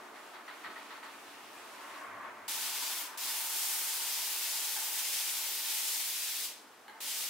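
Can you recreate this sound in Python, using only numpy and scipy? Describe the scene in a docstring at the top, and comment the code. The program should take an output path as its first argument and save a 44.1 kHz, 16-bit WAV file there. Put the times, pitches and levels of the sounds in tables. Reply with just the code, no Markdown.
"""In a quiet room a shirt is ironed on a padded board. Sliding friction makes the sole swish over
the weave, judder at folds and scrape as it is swung aside. Then a hand-pumped mister gives three
hisses: pressure tears its jet into drops, so each opens at once and dies as the pressure runs out.
The pump's knocks excite the modes of the hollow bottle, and a hand smooths the fabric."""
import sys
import numpy as np
from scipy import signal
from scipy.fft import rfft, irfft, next_fast_len
from scipy.io import wavfile

SR = 44100
rng = np.random.default_rng(int(sys.argv[2]) if len(sys.argv) > 2 else 0)


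def dump_mix(stems):
    """Bounce the given channels to the path in sys.argv[1] as a 16-bit WAV at rate SR."""
    frames = np.atleast_2d(stems).T  # one column per channel
    limited = np.clip(frames, -1, 1)  # hard clip at full scale
    pcm = np.round(limited * 32767).astype(np.int16)
    wavfile.write(sys.argv[1], SR, pcm)


N = 321489
TIME = np.arange(N) / SR

# Sprays. Each row: valve opening and shutting in seconds, relative level in dB, build-up in seconds.
SPRAYS = [(2.479, 3.025, -36.7, .003), (3.173, 6.453, -36.3, .08), (7.003, 7.4, -37.5, .08)]
# Squeezes that top up the pressure of the long spray. Each row: start in seconds, boost in dB.
SQUEEZES = [(3.5, 2.5), (4.06, 1.5), (4.32, 0.5), (4.925, 2.5), (5.625, 1.5)]
# Tilt of the hiss as the nozzle turns. Each row: time in seconds, treble over bass in steps of 4 dB.
NOZZLE_TILT = [(2.5, -0.2), (3.0, 0.2), (3.55, 0.74), (3.8, 0.9), (4.15, 0.36), (4.6, .5), (5.05, 0.4),
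               (5.55, 0.3), (5.85, 1), (6.2, .1), (6.42, .4), (7.05, 0)]
# Passes of the iron. Each row: start and end in seconds, relative drag and swish levels at mid-pass
# in dB, swell with changing speed in dB per second.
PASSES = [(-.1, .05, -56, -69.5, -2), (.12, 0.31, -62, -66.5, 12), (0.425, .64, -59, -66, 6),
          (0.682, 0.985, -58.5, -65, -4), (0.995, 1.977, -59, -63, 4)]
# Folds. Each row: start in seconds, judder level in dB, rise and decay in seconds, chirp level in dB.
FOLDS = [(0.149, -57, 0.018, 0.053, -58), (0.333, -49.5, 0.011, 0.06, -61),
         (0.479, -47.5, .002, 0.08, -40.5), (0.636, -45.5, 0.012, 0.047, -42.5),
         (0.66, -55, 0.0024, 0.026, -60), (0.699, -51.5, .004, 0.022, -63), (0.754, -50, 0.016, 0.084, -51),
         (0.895, -48, 0.019, 0.064, -54), (1.025, -50.5, .007, 0.14, -52), (2.24, -53, .004, .03, -66)]
# The iron swung over the bare cover. 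Each row: time in seconds, scrape level in dB.
SWING = [(1.2, -63), (1.42, -62), (1.65, -60), (1.82, -53.5), (2.08, -49.5), (2.2, -50.5), (2.27, -47),
         (2.35, -53.5), (2.47, -55.5)]
# Weight shifting onto the board. Each row: peak time in seconds, level in dB, half-width in seconds.
THUDS = [(1.42, -73.5, 0.16), (2.155, -67, 0.068), (2.434, -70, .06)]
# Pump strokes. Each row: start in seconds, relative level in dB, decay in seconds, contact cut-off
# in Hz, ratio of knock to slip.
STROKES = [(4.764, -44, 0.079, 1100, 6.6), (6.881, -51, 0.04, 13000, 3.2), (6.938, -62, 0.04, 3000, 2.3)]
# Bottle modes. Each row: frequency in Hz, relative level in dB, time to fall 60 dB in seconds.
BOTTLE_MODES = [(770, -6, 0.021), (875, -5, 0.064), (1240, -4.5, 0.014), (1630, 1.5, 0.019),
                (2100, 0, 0.018), (2990, -5, 0.013), (4250, -2, 0.0067)]
# Mist and hand on the cloth. Each row: start and end in seconds, initial rush and tone levels in dB.
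WETTING = [(2.479, 5.85, -50.0, -55.5), (6.88, 7.14, -60.5, -63)]
# Pitch of the hollow tone. Each row: time in seconds, frequency in Hz.
HOLLOW_PITCH = [(2.6, 900), (3.05, 980), (3.4, 870.8), (3.8, 862), (4.05, 910.6), (4.8, 874), (7.0, 895)]
# Presses on the cloth. Each row: start in seconds, level in dB, rise in seconds, fade in dB per second.
RUBS = [(.648, -52.5, 0.015, 110), (2.48, -67, .03, 6), (6.3, -70, 0.13, 3), (6.98, -72, .06, 28)]
# Reflections from things close by. Each row: delay in seconds, amplitude ratio.
ECHOES = [(.00277, 0.075), (.0046, 0.053), (.0083, 0.066)]

# Noise spectra of the sources. Each row: frequency in Hz, relative spectral density in dB.
JET_SPECTRUM = [(200, -42), (500, -19), (1000, -14.5), (1400, -7.5), (2200, -1), (3200, 0.9), (5200, -0.26),
                (7500, -0.45), (10000, -0.3), (12000, -1.8), (14000, -0.5), (16000, -3.5)]
DRAG_SPECTRUM = [(60, -44), (140, -14.5), (220, -6.5), (310, 4), (470, -0.5), (800, 4.5), (1200, 4),
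                 (1900, -2), (2800, -11), (5000, -19.5), (12000, -30)]
SWISH_SPECTRUM = [(800, -15), (2500, 11.5), (4000, 5), (6500, 1), (10000, -1), (13500, -5), (16000, -9)]
BOARD_SPECTRUM = [(120, -52), (300, -19), (550, -17), (900, 0), (1400, 1.5), (2100, -1.5), (2800, -8),
                  (4500, -10.5), (5600, -31), (14000, -32)]
SCRAPE_SPECTRUM = [(300, -31), (630, -3), (900, -12.5), (1200, -1), (1550, -3.5), (2000, -4), (2700, -15.5),
                   (6000, -51)]
RUMBLE_SPECTRUM = [(30, -40), (60, -24), (80, -9), (103, 2.5), (135, -4), (250, 5.5), (600, -50)]
WET_CLOTH_SPECTRUM = [(120, -55), (280, -13), (550, -10.5), (800, -3), (1100, 0), (1800, -3), (3000, -16.5),
                      (8000, -31)]
PADDING_SPECTRUM = [(50, -32), (100, -12), (150, -12), (220, 0), (300, 0), (450, -1.5), (900, -5),
                    (3000, -38)]
AIR_SPECTRUM = [(25, -42), (60, -17.5), (105, -15.5), (140, -16.5), (225, -7), (320, 1.5), (550, 1),
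                (900, 5), (1400, 1.5), (2500, -6), (5000, -12), (10000, -15.5), (16000, -19.5)]
# Resonances that colour the noise. Each row: centre in Hz, width in Hz, lift in dB.
NOZZLE_MODES = [(3540, 150, 1.5), (5140, 590, 1.0)]
BOARD_MODES = [(870, 40, 10), (1110, 52, 6.5), (1300, 45, 8), (1820, 58, 7.5), (2270, 17, 6)]
IRON_MODES = [(935, 43, 9), (900, 40, 11), (1900, 150, 0.5)]
ROOM_MODES = [(105, 12, 0), (158, 7, 8), (223.6, 10.7, 5), (286, 12.5, 5.5), (455, 18, 4)]
# Coherence of the sound field. Each row: frequency in Hz, correlation of left and right.
MIST_COHERENCE = [(200, 0.54), (900, 0.56), (2000, 0.86), (4000, 0.49), (5700, 0.29), (8000, .46),
                  (10000, .68), (13000, 0.83), (16000, 0.89)]
ROOM_COHERENCE = [(100, 1), (250, 0.97), (600, 0.76), (2000, 0.7), (3000, 0.46), (5000, 0.3), (14000, 0.32)]


def mist(dulling=0.16, nozzle_hz=4900, bounce_s=0.00093, pan_db=0.57):
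    """Atomisation: the jet tears into fine drops, a smooth hiss that follows the pump's pressure."""
    flow, fallen_db = nozzle_flow()
    hiss = patchy(noise(JET_SPECTRUM, MIST_COHERENCE, NOZZLE_MODES), depth_db=0.63, per_s=8.3)
    # the treble beams forward and needs pressure, so the spectrum tips about its middle
    lows = signal.lfilter(*signal.butter(1, 5000, fs=SR), hiss)
    tilt = from_db(2 * (in_time(NOZZLE_TILT) - dulling * fallen_db))
    hiss = lows / tilt + (hiss - lows) * tilt
    # the nozzle's resonance comes and goes as the bottle turns
    resonance = signal.lfilter(*signal.iirpeak(nozzle_hz, 4, fs=SR), hiss)
    hiss = hiss + from_db(-25 + 4 * drift(3.9)) * resonance
    # interference with the bounce off the board forms a comb that moves with the hand
    hiss = hiss + 0.06 * delayed(hiss, bounce_s * (1 + 0.069 * drift(4)))
    flutter_db = 0.5 * drift(60)
    return hiss * flow * from_db(-0.1 + flutter_db + pan_db * np.array([[1], [-1]]))


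def nozzle_flow(spurt=0.48, valve_s=0.0018, sag_db=2.0, sag_s=0.42, refill_s=0.014):
    """Stored pressure drives the jet. Returns the flow and its fall in dB since the valve shut."""
    flow, fallen_db = 0, 0
    for opens, shuts, db, build in SPRAYS:
        opening = ramp(opens, valve_s) * (spurt + (1 - spurt) * ramp(opens, build))
        release, dribble = from_db(-161 * since(shuts)), from_db(-21.5 - 57 * since(shuts))
        closing = np.maximum(release, dribble)
        settled_db = db - sag_db * (1 - np.exp(-since(opens) / sag_s))
        flow = flow + opening * closing * from_db(settled_db)
        fallen_db = np.where(TIME < opens, fallen_db, -20 * np.log10(closing))
    for start, boost_db in SQUEEZES:
        push = ramp(start, rise_s=0.07) * np.exp(-since(start) / 0.85)
        refill_dip = 0.33 * np.exp(-((TIME - start + refill_s / 2) / refill_s) ** 2)
        flow = flow * from_db(boost_db * (push - refill_dip))
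    return flow, np.minimum(fallen_db, 30)


def iron(grain_db=0.13):
    """Friction at the sole sounds as bumps and sliding noise; it stops as the spraying starts."""
    bumps = judder()
    sliding = (glide() + swing()) * from_db(grain_db * drift(150))
    return (sliding + bumps) * (1 - ramp(SPRAYS[0][0], rise_s=0.03))


def judder(rough_db=1.0, chirp_s=0.0092):
    """Stick and slip: at each fold the sole catches with a short chirp and shakes the board."""
    force, catch = 0, 0
    for start, db, rise, decay, chirp_db in FOLDS:
        onset, age = ramp(start, rise), since(start + rise)
        force = force + from_db(db) * onset * np.exp(-age / decay)
        catch = catch + from_db(chirp_db) * onset * np.exp(-age / chirp_s)
    board = noise(BOARD_SPECTRUM, ROOM_COHERENCE, BOARD_MODES) * from_db(rough_db * drift(400))
    return force * board + catch * narrow_noise(1920, width_hz=105)


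def glide(rise_s=0.04, release_db_per_s=94):
    """Friction noise follows speed: the weave swishes, and the drag on the padding lingers after it."""
    drag, swish = 0, 0
    for start, end, drag_db, swish_db, swell in PASSES:
        speed_db = swell * (np.clip(TIME, start, end) - (start + end) / 2)
        lingering = held(start, end, rise_s, 0.085 * release_db_per_s)
        brief = held(start, end, rise_s, release_db_per_s)
        drag = np.maximum(drag, from_db(drag_db + speed_db) * lingering)
        swish = np.maximum(swish, from_db(swish_db + speed_db) * brief)
    weave = patchy(noise(SWISH_SPECTRUM, ROOM_COHERENCE), depth_db=1.2, per_s=23)
    padding = noise(DRAG_SPECTRUM, ROOM_COHERENCE, ROOM_MODES[2:])
    return from_db(3.5) * drag * padding + from_db(5.5) * swish * weave


def swing(shell_hz=1088, shell_peak_db=-47.5):
    """Forced vibration: the harder the sole scrapes, the more its shell sings; the board rumbles."""
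    scrape_db = in_time(SWING)
    shell_db = shell_peak_db + 1.5 * (scrape_db - scrape_db.max())
    shell = from_db(shell_db) * narrow_noise(shell_hz, width_hz=180)
    scrape = from_db(scrape_db) * noise(SCRAPE_SPECTRUM, ROOM_COHERENCE, IRON_MODES)
    load = sum(from_db(db) / (1 + ((TIME - peak) / width) ** 2) for peak, db, width in THUDS)
    return scrape + shell + load * noise(RUMBLE_SPECTRUM, ROOM_COHERENCE)


def pump(slips_per_s=2600, spread=0.4, tick_db=3.5, ring_db=-7.0):
    """Impact excitation: each stroke is a knock and a dying run of slips that ring the bottle's modes."""
    mid, side = (rng.random((2, N)) < slips_per_s / SR) * rng.choice([-1, 1], (2, N))
    slips = mid + spread * side * [[1], [-1]]
    force = 0
    for start, db, decay, cut_hz, knock in STROKES:
        stroke = slips * (TIME > start) * np.exp(-since(start) / decay)
        stroke[:, round(start * SR)] += knock
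        force = force + from_db(db) * low_pass(stroke + 1e-18, cut_hz)
    body = sum((-1) ** k * from_db(db) * ring(force, hz, t60)
               for k, (hz, db, t60) in enumerate(BOTTLE_MODES))
    tick = force - low_pass(force, 1500)   # the small shell radiates little bass
    return from_db(ring_db) * body + from_db(tick_db) * tick


def wet_cloth(rush_fade_db_per_s=2.5, tone_fade_db_per_s=1.3):
    """Mist and hand on fabric give a broadband rush; a hollow resonance shifts as the bottle moves."""
    rush, hollow = 0, 0
    for start, end, rush_db, tone_db in WETTING:
        shape = held(start, end, rise_s=0.0045, release_db_per_s=20)
        rush = rush + shape * from_db(rush_db - rush_fade_db_per_s * since(start))
        hollow = hollow + shape * from_db(tone_db - tone_fade_db_per_s * since(start))
    tone = narrow_noise(in_time(HOLLOW_PITCH), width_hz=142) * from_db(0.6 * drift(9))
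    fabric = noise(WET_CLOTH_SPECTRUM, ROOM_COHERENCE)
    grain = from_db(-drift(90))
    return (rush * fabric + hollow * tone) * grain


def rubbing():
    """Damped friction: hand and iron press the cloth into the padding, a dull rub that eases off."""
    press = sum(from_db(db) * held(start, start, rise, fade) for start, db, rise, fade in RUBS)
    return press * noise(PADDING_SPECTRUM, ROOM_COHERENCE, ROOM_MODES[1:4])


def room(x, t60=0.12, tail_db=-9.0):
    """Reflection: a few near echoes and a short diffuse tail that differs at each side."""
    age = TIME[:SR // 2]
    tail = rng.standard_normal((2, len(age))) * from_db(-60 * age / t60) * (age > 0.003)
    response = from_db(tail_db) * tail / np.sqrt(np.sum(tail ** 2, axis=1, keepdims=True))
    for delay, share in ECHOES:
        response[:, round(delay * SR)] += share
    return signal.oaconvolve(x, response, axes=1)[:, :N]


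def still_air(level_db=-57.5):
    """Ambient noise, coloured by the room's standing waves."""
    return from_db(level_db) * noise(AIR_SPECTRUM, ROOM_COHERENCE, ROOM_MODES)


def noise(spectrum, coherence, modes=()):
    """Spectral shaping: stereo noise lifted at its resonances; the mid has rms 1."""
    size = next_fast_len(N, True)
    freqs = np.geomspace(10, SR / 2, 1500)
    lift_db = sum(db / (1 + (2 * (freqs - hz) / width) ** 2) for hz, width, db in modes)
    mid_gain = from_db(at_hz(spectrum, freqs) + lift_db)
    alike = np.clip(at_hz(coherence, freqs), 0, 0.99)
    side_gain = mid_gain * np.sqrt((1 - alike) / (1 + alike))
    bins = np.fft.rfftfreq(size, 1 / SR)
    gains = [np.interp(bins, freqs, gain) for gain in (mid_gain, side_gain)]
    white = rng.standard_normal((2, 2 * len(bins))).view(complex)
    mid, side = irfft(white * gains, size)[:, :N]
    return np.array([mid + side, mid - side]) / mid.std()


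def narrow_noise(hz, width_hz, spread=0.22):
    """A noise-driven resonance acts as a carrier whose amplitude and phase wander; hz may move."""
    phase = 2 * np.pi * np.cumsum(np.broadcast_to(hz, N)) / SR
    a, b = low_pass(rng.standard_normal((2, N)), width_hz / 2)
    cos, sin = np.cos(phase), np.sin(phase)
    mid, side = a * cos + b * sin, a[::-1] * cos + b[::-1] * sin
    return unit_rms(mid) + spread * unit_rms(side) * [[1], [-1]]


def patchy(x, depth_db, per_s):
    """Amplitude modulation: octave bands swell and fade, each on its own."""
    size = next_fast_len(N)
    spectrum, hz = rfft(x, size), np.fft.rfftfreq(size, 1 / SR)
    octave = np.log2(np.clip(hz / 1000, 1, 16))
    bands = (irfft(spectrum * np.maximum(1 - np.abs(octave - k), 0), size)[:, :N] for k in range(5))
    return sum(band * from_db(depth_db * drift(per_s)) for band in bands)


def ring(force, hz, t60):
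    """A damped oscillator: a unit impulse starts a decaying sine of height 1."""
    r, w = from_db(-60 / (t60 * SR)), 2 * np.pi * hz / SR
    return signal.lfilter([0, np.sin(w)], [1, -2 * r * np.cos(w), r * r], force + 1e-18)


def low_pass(x, cut_hz):
    """A second-order low-pass."""
    return signal.sosfilt(signal.butter(2, cut_hz, fs=SR, output="sos"), x)


def delayed(x, seconds):
    """Propagation delay, steady or moving, on both channels."""
    return np.array([np.interp(TIME - seconds, TIME, side, left=0) for side in x])


def drift(per_s):
    """A random fluctuation of rms 1, joining per_s draws a second."""
    draws = rng.standard_normal(8192)
    return unit_rms(np.interp(TIME * per_s, np.arange(len(draws)), draws))


def held(start, end, rise_s, release_db_per_s):
    """Linear attack, hold and exponential release."""
    return ramp(start, rise_s) * from_db(-release_db_per_s * since(end))


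def ramp(start, rise_s):
    """A linear rise from 0 to 1."""
    return np.clip((TIME - start) / rise_s, 0, 1)


def since(start):
    """Seconds elapsed since start, 0 before it."""
    return np.maximum(TIME - start, 0)


def in_time(rows):
    """A curve interpolated at every sample."""
    return np.interp(TIME, *np.transpose(rows))


def at_hz(rows, hz):
    """A curve interpolated along a log-frequency axis."""
    known_hz, values = np.transpose(rows)
    return np.interp(np.log(hz), np.log(known_hz), values)


def from_db(db):
    """Decibels to amplitude ratio."""
    return 10 ** (np.asarray(db) / 20)


def unit_rms(x):
    """Normalisation to unit power."""
    return x / np.sqrt(np.mean(x ** 2) + 1e-20)


def scene():
    """Superposition: the direct sound, its reflections and the still air add."""
    direct = mist() + wet_cloth() + rubbing() + iron() + pump()
    return direct + room(direct) + still_air()


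def record(dry, low_hz=45, high_hz=15750):
    """Band limiting: the deepest bass is shed and the top is cut steeply."""
    lean = signal.sosfilt(signal.butter(2, low_hz, "high", fs=SR, output="sos"), dry)
    return signal.sosfilt(signal.ellip(12, 0.1, 70, high_hz, fs=SR, output="sos"), lean)


dry = scene()
out = record(dry)
dump_mix(out)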